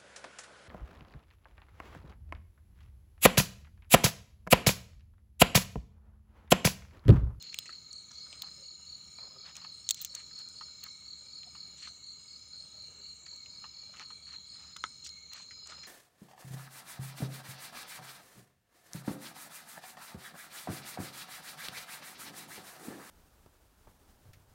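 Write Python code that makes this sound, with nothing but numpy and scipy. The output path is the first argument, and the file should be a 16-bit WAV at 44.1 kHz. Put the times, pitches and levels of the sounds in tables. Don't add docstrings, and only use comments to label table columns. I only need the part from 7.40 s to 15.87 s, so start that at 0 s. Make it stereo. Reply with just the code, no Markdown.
import sys
import numpy as np
from scipy import signal
from scipy.fft import rfft, irfft, next_fast_len
from scipy.io import wavfile

SR = 44100
rng = np.random.default_rng(int(sys.argv[2]) if len(sys.argv) > 2 else 0)


def master(y):
    cut = np.clip(np.atleast_2d(y).T, -1, 1)
    pcm = np.round(cut * 32767)
    wavfile.write(sys.argv[1], SR, pcm.astype(np.int16))


N = 373527
T = np.arange(N) / SR


def undb(db):
    return 10 ** (np.asarray(db) / 20)


def unit(x):
    return x / np.sqrt(np.mean(x ** 2) + 1e-24)


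def peak(x, db):
    return x * undb(db) / np.abs(x).max()


def add(out, s, x):
    i = max(int(s * SR), 0)
    x = x[:max(N - i, 0)]
    out[i:i + len(x)] += x


def ring(x, hz, width):
    centre = min(hz, .45 * SR)
    sharpness = hz / min(width, .4 * SR)
    b, a = signal.iirpeak(centre, sharpness, fs=SR)
    return signal.lfilter(b, a, x)


def band(x, hz, width):
    return ring(ring(x, hz, width), hz, width)


def walk(rate):
    knots = rng.standard_normal(int(N / SR * rate) + 2)
    return np.interp(T * rate, np.arange(len(knots)), knots)


def grains(per_s, spread_db):
    sizes = rng.standard_normal(N) * undb(spread_db * np.minimum(rng.exponential(size=N), 3))
    return (rng.random(N) < per_s / SR) * sizes


FOREST_T60_S = 0.86


def forest(x, wet_db):
    t = T[:SR // 2]
    tail = rng.standard_normal(len(t)) * np.exp(-np.log(1000) * t / FOREST_T60_S)
    led_in = np.r_[x[:len(t)][::-1], x]
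    echo = signal.fftconvolve(led_in, tail / np.linalg.norm(tail))[len(t):len(t) + N]
    return (x + undb(wet_db) * echo) / np.hypot(1, undb(wet_db))


def stroke(u):
    return np.abs(np.sin(np.pi * np.clip(u, 0, 1)))


def chirp_times(bouts, pace_s):
    rows = []
    for first, last, db in bouts:
        count = round((last - first) / pace_s) + 1
        rows += [(s, db) for s in np.linspace(first, last, count)]
    return rows


def sing(bouts, pace_s):
    even = np.array(chirp_times(bouts, pace_s))
    jitter_s, scatter_db = .0015, 1.23
    return even + rng.standard_normal(even.shape) * [jitter_s, scatter_db]


def chirps(table, hz, fall_hz, period_s, stroke_s, first_db, count, scatter=0.0043):
    out = np.zeros(N)
    u = T[:int(stroke_s * SR)] / stroke_s
    for (s, db), chance in zip(table, rng.standard_normal((len(table), count, 3))):
        for k, (detune, size, phase) in enumerate(chance):
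            pitch = hz * (1 + scatter * detune) + fall_hz * (.5 - u)
            tone = np.sin(2 * np.pi * (np.cumsum(pitch) / SR + phase))
            level_db = db + size + first_db * (k == 0)
            add(out, s + k * period_s, undb(level_db) * stroke(u) * tone)
    return out


def trill(hz, rate, fall_hz, duty, waver, slip):
    strokes = np.cumsum(rate * (1 + .035 * walk(6))) / SR + rng.random()
    size, phase = rng.standard_normal((2048, 2))[strokes.astype(int) % 2048].T
    u = strokes % 1 / np.clip(duty, .1, 1)
    pitch = hz * (1 + waver * walk(30)) + fall_hz * (.5 - np.minimum(u, 1))
    tone = np.sin(2 * np.pi * (np.cumsum(pitch) / SR + slip * phase))
    return unit(stroke(u) * undb(2.64 * size) * tone)


# (first chirp [s], last chirp [s], relative level [dB])
NEAR_BOUTS = [(.042, .503, -46.5), (.75, 1.472, -46), (1.753, 2.44, -47.5), (2.695, 3.157, -45),
              (3.405, 4.398, -47), (4.637, 7.067, -49)]


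def near_cricket():
    song = chirps(sing(NEAR_BOUTS, pace_s=.24), hz=4390, fall_hz=430,
                  period_s=.025, stroke_s=.017, first_db=-3, count=4)
    return undb(4.0) * forest(song, wet_db=-9)


# (first chirp [s], last chirp [s], relative level [dB])
NEIGHBOUR_BOUTS = [(.025, 1.015, -56.5), (1.252, 1.765, -52.5), (2.245, 2.758, -51.5),
                   (2.975, 4.657, -51.5), (5.125, 5.625, -51), (5.905, 6.652, -50.5), (6.885, 8.395, -54)]
NEIGHBOUR_PACE_S = .25


def neighbour_cricket():
    song = chirps(sing(NEIGHBOUR_BOUTS, NEIGHBOUR_PACE_S), hz=4230, fall_hz=323,
                  period_s=.024, stroke_s=0.01584, first_db=-5, count=5)
    return undb(4.5) * forest(song, wet_db=-7)


def followers(lag_s=0.041, spread_s=0.068):
    beat = np.zeros(N)
    for s, _ in chirp_times(NEIGHBOUR_BOUTS, NEIGHBOUR_PACE_S):
        beat += np.exp(-.5 * ((T - s - lag_s) / spread_s) ** 2)
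    upper = undb(-53.0) * trill(hz=4175, rate=39, fall_hz=188.8, duty=.75, waver=0.00402, slip=0.52)
    lower = undb(-58.5) * trill(hz=4096, rate=37, fall_hz=398.5, duty=.7, waver=0.0065, slip=0.69)
    return forest((upper + lower) * beat, wet_db=-5.5)


# (first chirp [s], last chirp [s], relative level [dB])
STRAY_BOUTS = [(1.14, 1.63, -67), (2.38, 3.45, -62.5)]
THIN_BOUTS = [(.14, .89, -65), (2.32, 3.09, -66.5), (4.41, 5.18, -66.5), (6.68, 7.45, -67)]
THINNER_BOUTS = [(.83, 1.1, -67), (1.4, 1.7, -74), (2.71, 3.19, -74.5), (3.51, 4.06, -70.5),
                 (4.9, 5.68, -70.5), (6.11, 6.43, -74), (6.8, 7.4, -70.5), (7.69, 8.24, -75.5)]
# (time [s], relative level [dB])
PIPS = [(3.602, -65), (3.945, -64), (4.274, -63), (4.661, -61), (5.08, -62), (6.645, -67)]


def small_crickets():
    stray = chirps(sing(STRAY_BOUTS, pace_s=.26), hz=5350, fall_hz=240,
                   period_s=0.016, stroke_s=0.022, first_db=-10, count=5)
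    thin = chirps(sing(THIN_BOUTS, pace_s=.38), hz=8150, fall_hz=100,
                  period_s=0.015, stroke_s=0.012, first_db=-0.5, count=7, scatter=.002)
    thinner = chirps(sing(THINNER_BOUTS, pace_s=.275), hz=8500, fall_hz=120,
                     period_s=0.015, stroke_s=0.01, first_db=3.0, count=7, scatter=0.0051)
    pips = chirps(PIPS, hz=8650, fall_hz=220,
                  period_s=0, stroke_s=0.0078, first_db=-1, count=1, scatter=.002)
    return undb(5.5) * forest(stray + thin + thinner + pips, wet_db=0.0)


# (start [s], relative level [dB])
SWELLS = [(-.17, -60), (.73, -57), (1.72, -56.5), (2.84, -59), (3.751, -59), (4.74, -59), (5.99, -58),
          (7.021, -57.5), (8.05, -55)]
SWELL_ATTACK_S, SWELL_HOLD_S, SWELL_RELEASE_S = 0.083, 0.23, 0.43
SWELL_HZ, SWELL_FLAT_HZ, SWELL_CLIMB_S = 5144, 153.8, .18


def swells():
    gain, age = np.zeros(N), T
    corners = np.cumsum([0, SWELL_ATTACK_S, SWELL_HOLD_S, SWELL_RELEASE_S])
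    for start, db in SWELLS:
        gain = gain + undb(db) * np.interp(T - start, corners, [0, 1, 1, 0])
        age = np.where(T >= start, T - start, age)
    return gain, SWELL_HZ - SWELL_FLAT_HZ * np.exp(-age / SWELL_CLIMB_S)


# (pitch above the common one [Hz], strokes [per s], fall in a stroke [Hz], share [dB])
SWELL_VOICES = [(10.5, 52, 260, -2), (-55.5, 43, 420, -7.5), (50, 58, 300, -10.5)]


def swelling_trill():
    gain, pitch = swells()
    voices = np.zeros(N)
    for above_hz, rate, fall_hz, db in SWELL_VOICES:
        voices += undb(db) * trill(pitch + above_hz, rate, fall_hz, duty=0.85, waver=.007, slip=0.46)
    return forest(gain * voices, wet_db=2.0)


# (start [s], end [s], level [dB], pitch [Hz], strokes [per s])
LONG_TRILLS = [(1.06, 1.5, -76, 8570, 66), (1.45, 1.823, -76.5, 8560, 68), (1.22, 1.778, -64, 7020, 63),
               (2.325, 2.917, -72, 7580, 32), (2.68, 3.4, -64.5, 7010, 62), (3.29, 3.897, -69, 7580, 36),
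               (4.08, 4.623, -66.5, 7020, 67), (4.353, 4.992, -67.5, 7580, 37),
               (5.466, 6.09, -67, 7580, 36)]


def high_trills():
    high = np.zeros(N)
    for start, end, db, hz, rate in LONG_TRILLS:
        gate = np.clip(np.minimum(T - start, end - T) / .05, 0, 1)
        high += undb(db) * gate * trill(hz, rate, fall_hz=120, duty=.9, waver=.0015, slip=.3)
    return forest(high, wet_db=-1.5)


def contact(tail_db, tail_s):
    t = T[:SR // 12]
    push = undb(tail_db) * rng.standard_normal(len(t)) * np.exp(-t / tail_s)
    push[0] += 1
    return push


# (time [s], relative level of the crack [dB], relative level of the woody body [dB],
# pitch of the body [Hz], gain of the glint against the crack [dB])
SNAPS = [(0.0245, -31.5, -45.5, 3680, -8), (0.1426, -27.5, -35.5, 2480, -14), (0.187, -20, -27.5, 3720, -7),
         (.529, -36, -62, 3700, -24), (1.02, -26, -33, 3800, -5), (2.154, -36, -52, 2500, -21),
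         (2.166, -28.5, -46, 3180, -19), (2.4893, -15, -28.5, 3870, -19), (2.499, -27, -41, 3500, -12),
         (2.5074, -10, -24, 3600, -9), (2.51, -16, -41, 3050, -10), (2.544, -28.5, -45, 3670, -10),
         (2.615, -24, -53, 4400, 3), (2.623, -24, -56, 3720, 7), (2.6475, -17, -37.5, 3900, -3.5),
         (2.75, -23, -42, 3640, -18), (2.989, -39, -57, 4700, -16), (3.0869, -38, -70, 3700, -21),
         (3.4377, -29.5, -44, 3880, -3), (4.0325, -51, -49.5, 3020, -20), (5.962, -42, -65, 3700, -16),
         (6.0597, -53, -51.5, 2970, -20), (7.365, -37.5, -42.5, 3250, -22), (7.646, -39, -54, 4500, -18),
         (7.669, -37, -50, 4520, -16), (7.6913, -46, -40, 4800, -24), (7.933, -33, -43, 3730, -10),
         (8.2723, -33.5, -52, 4200, -25)]


def twigs():
    out = np.zeros(N)
    for s, crack_db, body_db, body_hz, glint_db in SNAPS:
        push = contact(tail_db=-16.5, tail_s=0.0022)
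        crack = ring(band(push, 6330, 2200), 7760, 3000)
        glint = undb(glint_db) * band(push, 15100, 1440)
        body = band(push, body_hz, 0.44 * body_hz)
        nudge = undb(-23.0) * band(push, 540, 580)
        snap = peak(crack + glint, crack_db - .5) + peak(body + nudge, body_db + 8.5)
        add(out, s + 0.00078, snap)
    return forest(out, wet_db=-41.0)


DAMP_WOOD_HZ = 8360
# (start [s], length [s], relative level [dB], centre pitch [Hz], spread [octaves])
DRAGS = [(0, 0.37, -77, 3080, 0.46), (0.692, 0.15, -72, 5400, 0.29), (0.849, 0.29, -79.5, 2800, 1.6),
         (1.785, 0.11, -80, 800, 1), (2.034, 0.096, -70, 2640, 1.2), (2.142, .12, -72.5, 4200, 1.8),
         (2.559, 0.12, -65, 5700, 0.9), (2.736, 0.1, -71, 2920, 0.9), (2.955, .07, -74.5, 4500, 1.6),
         (3.418, 0.081, -74, 2800, 1), (4.358, 0.14, -69.5, 5000, 0.88), (4.42, 0.057, -71.5, 2700, 0.63),
         (6.524, 0.13, -70.5, 2284, 1.02), (6.863, 0.12, -72, 2760, 1.02), (7.108, 0.23, -77.5, 3770, 1.46),
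         (7.64, 0.04, -59, 5650, 0.59), (7.915, 0.074, -67, 3280, 1.3), (7.979, 0.07, -71, 5960, 1.1),
         (8.257, 0.1, -68, 4220, 1.6), (8.343, .14, -76, 2800, 1.7)]


def litter():
    out = np.zeros(N)
    fragment_hz = np.geomspace(550, 7400, 12)
    slips = grains(per_s=290, spread_db=0.0)
    beds = []
    for hz in fragment_hz:
        cracks = grains(per_s=1600, spread_db=4.0) + 2.5 * slips
        beds.append(unit(band(cracks, hz, 0.26 * hz)))
    beds = np.array(beds) * undb(4 * walk(70))
    for s, length_s, db, centre_hz, octaves in DRAGS:
        shares = np.exp(-.5 * (np.log2(fragment_hz / centre_hz) / octaves) ** 2)
        crackle = shares @ beds[:, max(int(s * SR), 0):int((s + length_s) * SR)]
        rise_and_fall = np.sqrt(stroke(np.linspace(0, 1, len(crackle))))
        add(out, s, undb(db + 12.0) * unit(crackle * rise_and_fall))
    return signal.sosfilt(signal.butter(4, DAMP_WOOD_HZ, fs=SR, output="sos"), out)


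def small_knocks():
    bumps_per_s, over_db, scatter_db, scatter_octaves = 12, 19, 4, .77
    rows = []
    for (start, length_s, db, _, _), chance in zip(DRAGS, rng.random((len(DRAGS), 12, 4))):
        for when, luck, size, pitch in chance:
            if luck < bumps_per_s * length_s / len(chance):
                bump_db = db + over_db + scatter_db * (2 * size - 1)
                bump_hz = 1700 * 2 ** (scatter_octaves * (2 * pitch - 1))
                rows.append((start + when * length_s, bump_db, bump_hz, -22))
    return rows


# (time [s], relative level [dB], pitch [Hz], level of the crumbling against the push [dB])
KNOCKS = [(.129, -37, 2330, -35), (.142, -47, 2320, -34), (.257, -37, 2740, -19.5),
          (0.292, -37.5, 1760, -20), (0.327, -44, 2110, -22), (0.711, -51, 1390, -20),
          (0.865, -50.5, 1480, -24), (0.928, -30, 3280, -28), (1.034, -46.5, 1090, -18),
          (1.785, -47, 920, -17), (2.216, -49.5, 1210, -13), (2.247, -38, 1160, -25),
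          (2.91, -48, 1800, -28), (3.21, -39.5, 1240, -16), (3.464, -45, 1450, -23),
          (4.151, -46.5, 1200, -18), (4.4484, -41, 2500, -21), (4.473, -42.5, 1450, -19),
          (5.863, -44.5, 2140, -13), (6.241, -38, 1190, -21.5), (6.539, -43, 1370, -24),
          (6.563, -42, 2710, -27), (6.57, -38, 2900, -28), (6.596, -31, 2470, -31), (6.6, -42.5, 1180, -18),
          (6.704, -42, 1280, -25), (7.363, -38, 1370, -26), (7.439, -19, 1393, -32.5),
          (8.109, -40, 2050, -21), (8.32, -40, 1440, -14), (8.433, -40, 2210, -14)]
# (multiple of its pitch, filter width as a share of that frequency, gain [dB])
STICK = [(.2, 0.58, -9), (.42, 0.44, -14), (.7, 0.26, -2), (1, 0.38, 4), (1.52, 0.11, -1.5),
         (2.38, 0.33, -1.5), (2.8, 0.13, -20), (4.35, 0.18, -8.5)]


def sticks():
    out = np.zeros(N)
    for s, db, pitch_hz, crumble_db in KNOCKS + small_knocks():
        push = contact(tail_db=crumble_db, tail_s=0.011)
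        wood = np.zeros(len(push))
        for k, (multiple, width, mode_db) in enumerate(STICK):
            mode_hz = multiple * pitch_hz
            wood += (-1) ** k * undb(mode_db) * band(push, mode_hz, width * mode_hz)
        add(out, s + 0.00022, peak(wood, db + 0.66))
    return signal.sosfilt(signal.butter(8, DAMP_WOOD_HZ, fs=SR, output="sos"), out)


# (pitch [Hz], relative level of each narrow range [dB])
CRUMBS = [(300, -88), (520, -82.5), (900, -84.5), (1400, -84), (1900, -88.5), (3400, -98)]


def crumbs():
    table_hz, table_db = np.transpose(CRUMBS)
    ticks = grains(per_s=220, spread_db=2)
    bits = np.zeros(N)
    for hz in np.geomspace(300, 3400, 18):
        fitful = unit(band(ticks, hz, .15 * hz) * undb(5 * walk(14)))
        bits += fitful * undb(np.interp(hz, table_hz, table_db))
    return bits * undb(4.2 * walk(7))


# (pitch [Hz], strokes [per s], fall in a stroke [Hz], level [dB], strength of the level's wander [dB])
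CHORUS = [(4236, 43, 260, -58.5, 2), (4090, 52, 480, -60.5, 2), (3904, 49, 260, -69.5, 1.5),
          (6246, 61, 440, -70, 3.5), (6790, 31, 340, -63.5, 1.5), (6934, 35, 280, -67.5, 0),
          (7150, 65, 400, -71, 2.5), (6730, 80, 650, -69.5, -2), (5400, 55, 500, -76, -6)]
FARTHEST = [(3350, 33, 300, -78, 4), (2847, 30, 420, -80, 5), (2210, 19, 120, -77, 5),
            (2300, 37, 200, -78, 5)]


def far_chorus():
    voices = np.zeros(N)
    for hz, rate, fall_hz, db, wander_db in CHORUS + FARTHEST:
        song = trill(hz, rate, fall_hz, duty=.75, waver=.011, slip=0.57)
        wander = undb(wander_db * (.7 * walk(14) + .8 * walk(4)))
        voices += undb(db) * unit(song * wander)
    return forest(voices, wet_db=2.0)


def air(spectrum, level_db):
    hz, db = np.transpose(spectrum)
    size = next_fast_len(N)
    bin_hz = np.arange(size // 2 + 1) * SR / size
    colour = undb(np.interp(np.log(bin_hz + 1), np.log(hz), db))
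    noise = irfft(rfft(rng.standard_normal(size)) * colour, size)[:N]
    return unit(noise) * undb(level_db + walk(9.3))


# (frequency [Hz], relative level in each Hz [dB])
AIR = [(25, -24), (48, -20.5), (62, -5), (72, 6.5), (86, -4.5), (170, -2.5), (330, -15), (700, -21.5),
       (1120, -20.5), (1260, -16.5), (1420, -21), (1850, -22.5), (3200, -19.5), (5800, -21), (7000, -21),
       (7900, -25.5), (9500, -33), (13000, -40.5), (15200, -29.5)]
AIR_SIDE = [(25, -15), (70, -7.5), (250, -4.5), (600, -5.5), (1300, -4), (3000, -9.5), (8000, -34.5),
            (15000, -11.5)]


def scene():
    chirping = near_cricket() + neighbour_cricket() + followers() + small_crickets()
    trilling = swelling_trill() + high_trills() + far_chorus()
    hand = twigs() + sticks() + litter() + crumbs()
    mid = chirping + trilling + hand + air(AIR, level_db=-64.7)
    return mid + air(AIR_SIDE, level_db=-81.5) * np.array([[1], [-1]])


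# (frequency [Hz], width [Hz], gain of the added ring [dB])
PHONE = [(1260, 70, 3)]
TOP_HZ = 15500


def record(dry):
    coloured = dry + sum(undb(db) * ring(dry, hz, width) for hz, width, db in PHONE)
    return signal.sosfilt(signal.ellip(8, .2, 70, TOP_HZ, fs=SR, output="sos"), coloured)


dry = scene()
out = record(dry)
master(out)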